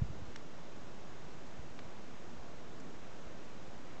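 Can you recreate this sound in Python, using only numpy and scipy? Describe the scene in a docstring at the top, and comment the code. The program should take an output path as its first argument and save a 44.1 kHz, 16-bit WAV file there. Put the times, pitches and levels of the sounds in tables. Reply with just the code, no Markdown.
"""A soft low bump on the microphone, then a steady rush of distant wind on a quiet mountainside.
Weaker bumps follow, each one pressure swing and a short shudder. A ptarmigan preens close by:
three tiny ticks, probably beak or twigs, each a cluster of contacts that ring and scrape.
The recorder adds its own hiss and a faint whine."""
import sys
import numpy as np
from scipy import signal
from scipy.fft import rfft, irfft
from scipy.io import wavfile

SR = 44100
rng = np.random.default_rng(int(sys.argv[2]) if len(sys.argv) > 2 else 0)


def generate_wav(signal):
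    """Clip the signal to [-1, 1] and save it as 16-bit WAV at the path in sys.argv[1]."""
    frames = np.transpose(np.atleast_2d(signal))
    scaled = np.clip(frames, -1, 1) * 32767
    pcm = np.round(scaled).astype(np.int16)
    wavfile.write(sys.argv[1], SR, pcm)


N = 176400


def undb(db):
    """Decibels to gain."""
    return 10 ** (np.asarray(db) / 20)


def unit(x):
    """Scale to rms 1."""
    return x / np.sqrt(np.mean(x ** 2))


def shape(x, gain):
    """Filter by gain(f/Hz)."""
    f_hz = np.maximum(np.arange(N // 2 + 1) * SR / N, 1)
    return irfft(rfft(x) * gain(f_hz), N)


def noise(spectrum):
    """Noise, rms 1, shaped by (f/Hz, level/dB) points."""
    hz, db = np.array(spectrum).T
    white = rng.standard_normal(N)
    return unit(shape(white, lambda f: undb(np.interp(np.log(f), np.log(hz), db))))


def band_noise(hz, sigma_oct):
    """Noise, rms 1, in a bell-shaped band."""
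    white = rng.standard_normal(N)
    return unit(shape(white, lambda f: np.exp(-.5 * (np.log2(f / hz) / sigma_oct) ** 2)))


def wander(rate_hz):
    """Smooth random drift, rms 1."""
    return unit(shape(rng.standard_normal(N), lambda f: np.exp(-(f / rate_hz) ** 2)))


def fade(age_s, decay_s):
    """Sudden start, exponential decay."""
    return (age_s >= 0) * np.exp(-np.abs(age_s) / decay_s)


def electronics(t):
    """Recorder electronics: even hiss and thin steady tones."""
    # hiss spectrum: f/Hz, relative density/dB
    hiss_spectrum = [(2000, 0.5), (4000, 0.5), (7000, 0)]
    # whine tones: f/Hz, rms level/dB
    tones = [(2667, -88), (3111, -85.5), (3556, -84.5), (6222, -89.5), (6667, -83)]
    hiss_db = -60
    whine = sum(undb(db) * np.sqrt(2) * np.sin(2 * np.pi * (hz * t + rng.random())) for hz, db in tones)
    return undb(hiss_db) * noise(hiss_spectrum) + whine


def wind(t):
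    """Distant rush: octave bands swell together and flicker separately; mild gusts add to it."""
    # wind spectrum: f/Hz, relative density/dB
    rush_spectrum = [(20, -8), (40, -2.5), (70, -5), (110, -2.5), (165, 0), (240, -1.5), (320, -2.2),
                     (430, -5), (600, -5.5), (800, -9), (1100, -11), (1600, -15), (2500, -20.5),
                     (4000, -27), (8000, -52.5)]
    # gusts: centre t/s, sigma/s, f/Hz, level/dB
    gust_events = [(2.85, 0.073, 232, -54.5), (2.847, 0.053, 1000, -64), (3.935, .05, 1600, -64)]
    rush_db, swell_rms_db, flicker_rms_db = -52.5, .13, .5
    steady = noise(rush_spectrum)
    swell_db = swell_rms_db * wander(rate_hz=1.5)
    rush = gusts = 0
    for octave in range(4, 14):  # centres 16 to 8192 Hz
        band = shape(steady, lambda f: np.maximum(1 - np.abs(np.log2(f) - octave), 0))
        flicker_db = flicker_rms_db * wander(rate_hz=10)
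        rush += band * undb(swell_db + flicker_db)
    for centre_s, sigma_s, hz, db in gust_events:
        envelope = np.exp(-.5 * ((t - centre_s) / sigma_s) ** 2)
        gusts += undb(db) * envelope * band_noise(hz, sigma_oct=.64)
    return undb(rush_db) * rush + gusts


def microphone_bumps(t):
    """Each bump: one rounded pressure swing, then a short low shudder."""
    # bumps: t/s, level/dB, f/Hz
    bumps = [(.023, -21.5, 104), (.104, -34.5, 100), (.181, -43.5, 60), (.224, -39, 89), (.286, -47.5, 75),
             (1.595, -38.5, 75), (1.855, -46, 75), (2.399, -47, 45), (3.271, -45.5, 50)]
    rumble = undb(-12.5) * band_noise(hz=67, sigma_oct=.76)
    out = 0
    for centre_s, db, hz in bumps:
        age_s = t - centre_s
        spread = (np.pi * hz * age_s) ** 2
        swing = (2 * spread - 1) * np.exp(-spread)
        shudder = rumble * np.clip(age_s * hz, 0, 1) * fade(age_s, decay_s=.03)
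        out += undb(db) * (swing + shudder)
    return out


def preening_ticks(t):
    """Each tiny contact rings for a cycle or two, with a dry scrape around the same pitch."""
    # contacts in three clusters: t/s, level/dB, f/Hz
    contacts = [(0.36, -35, 6200), (0.3602, -35, 1700), (.3612, -40, 3800), (0.3627, -41, 3970),
                (1.7908, -37.5, 1380), (1.791, -43, 3470), (1.7935, -41, 1900), (2.8013, -40, 7600),
                (2.8066, -47, 7600)]
    decay_cycles, scrape_db = 1.1, -10.5
    out = 0
    for start_s, db, hz in contacts:
        age_s = t - start_s
        ring = np.sin(2 * np.pi * hz * age_s) * fade(age_s, decay_cycles / hz)
        scrape = undb(scrape_db) * band_noise(hz, sigma_oct=.89) * fade(age_s, decay_s=.0024)
        out += undb(db) * (ring + scrape)
    return out


def scene():
    """Wind, bumps, ticks, hiss and whine in mono."""
    t = np.arange(N) / SR
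    return (wind(t) + microphone_bumps(t) + preening_ticks(t) + electronics(t))[None]


def record(dry):
    """Recorder: narrow treble notch, steep top roll-off, small DC offset."""
    notch_hz, notch_width_hz, notch_depth = 4380, 45, .75
    roll_off_hz, steepness, cutoff_hz = 7695, 11.84, 8800
    dc_offset = .014
    notched = shape(dry, lambda f: 1 - notch_depth * np.exp(-((f - notch_hz) / notch_width_hz) ** 2))
    dulled = shape(notched, lambda f: .5 ** ((f / roll_off_hz) ** steepness))
    low_pass = signal.ellip(8, .2, 70, cutoff_hz, fs=SR, output="sos")
    return signal.sosfilt(low_pass, dulled) + dc_offset


dry = scene()
out = record(dry)
generate_wav(out)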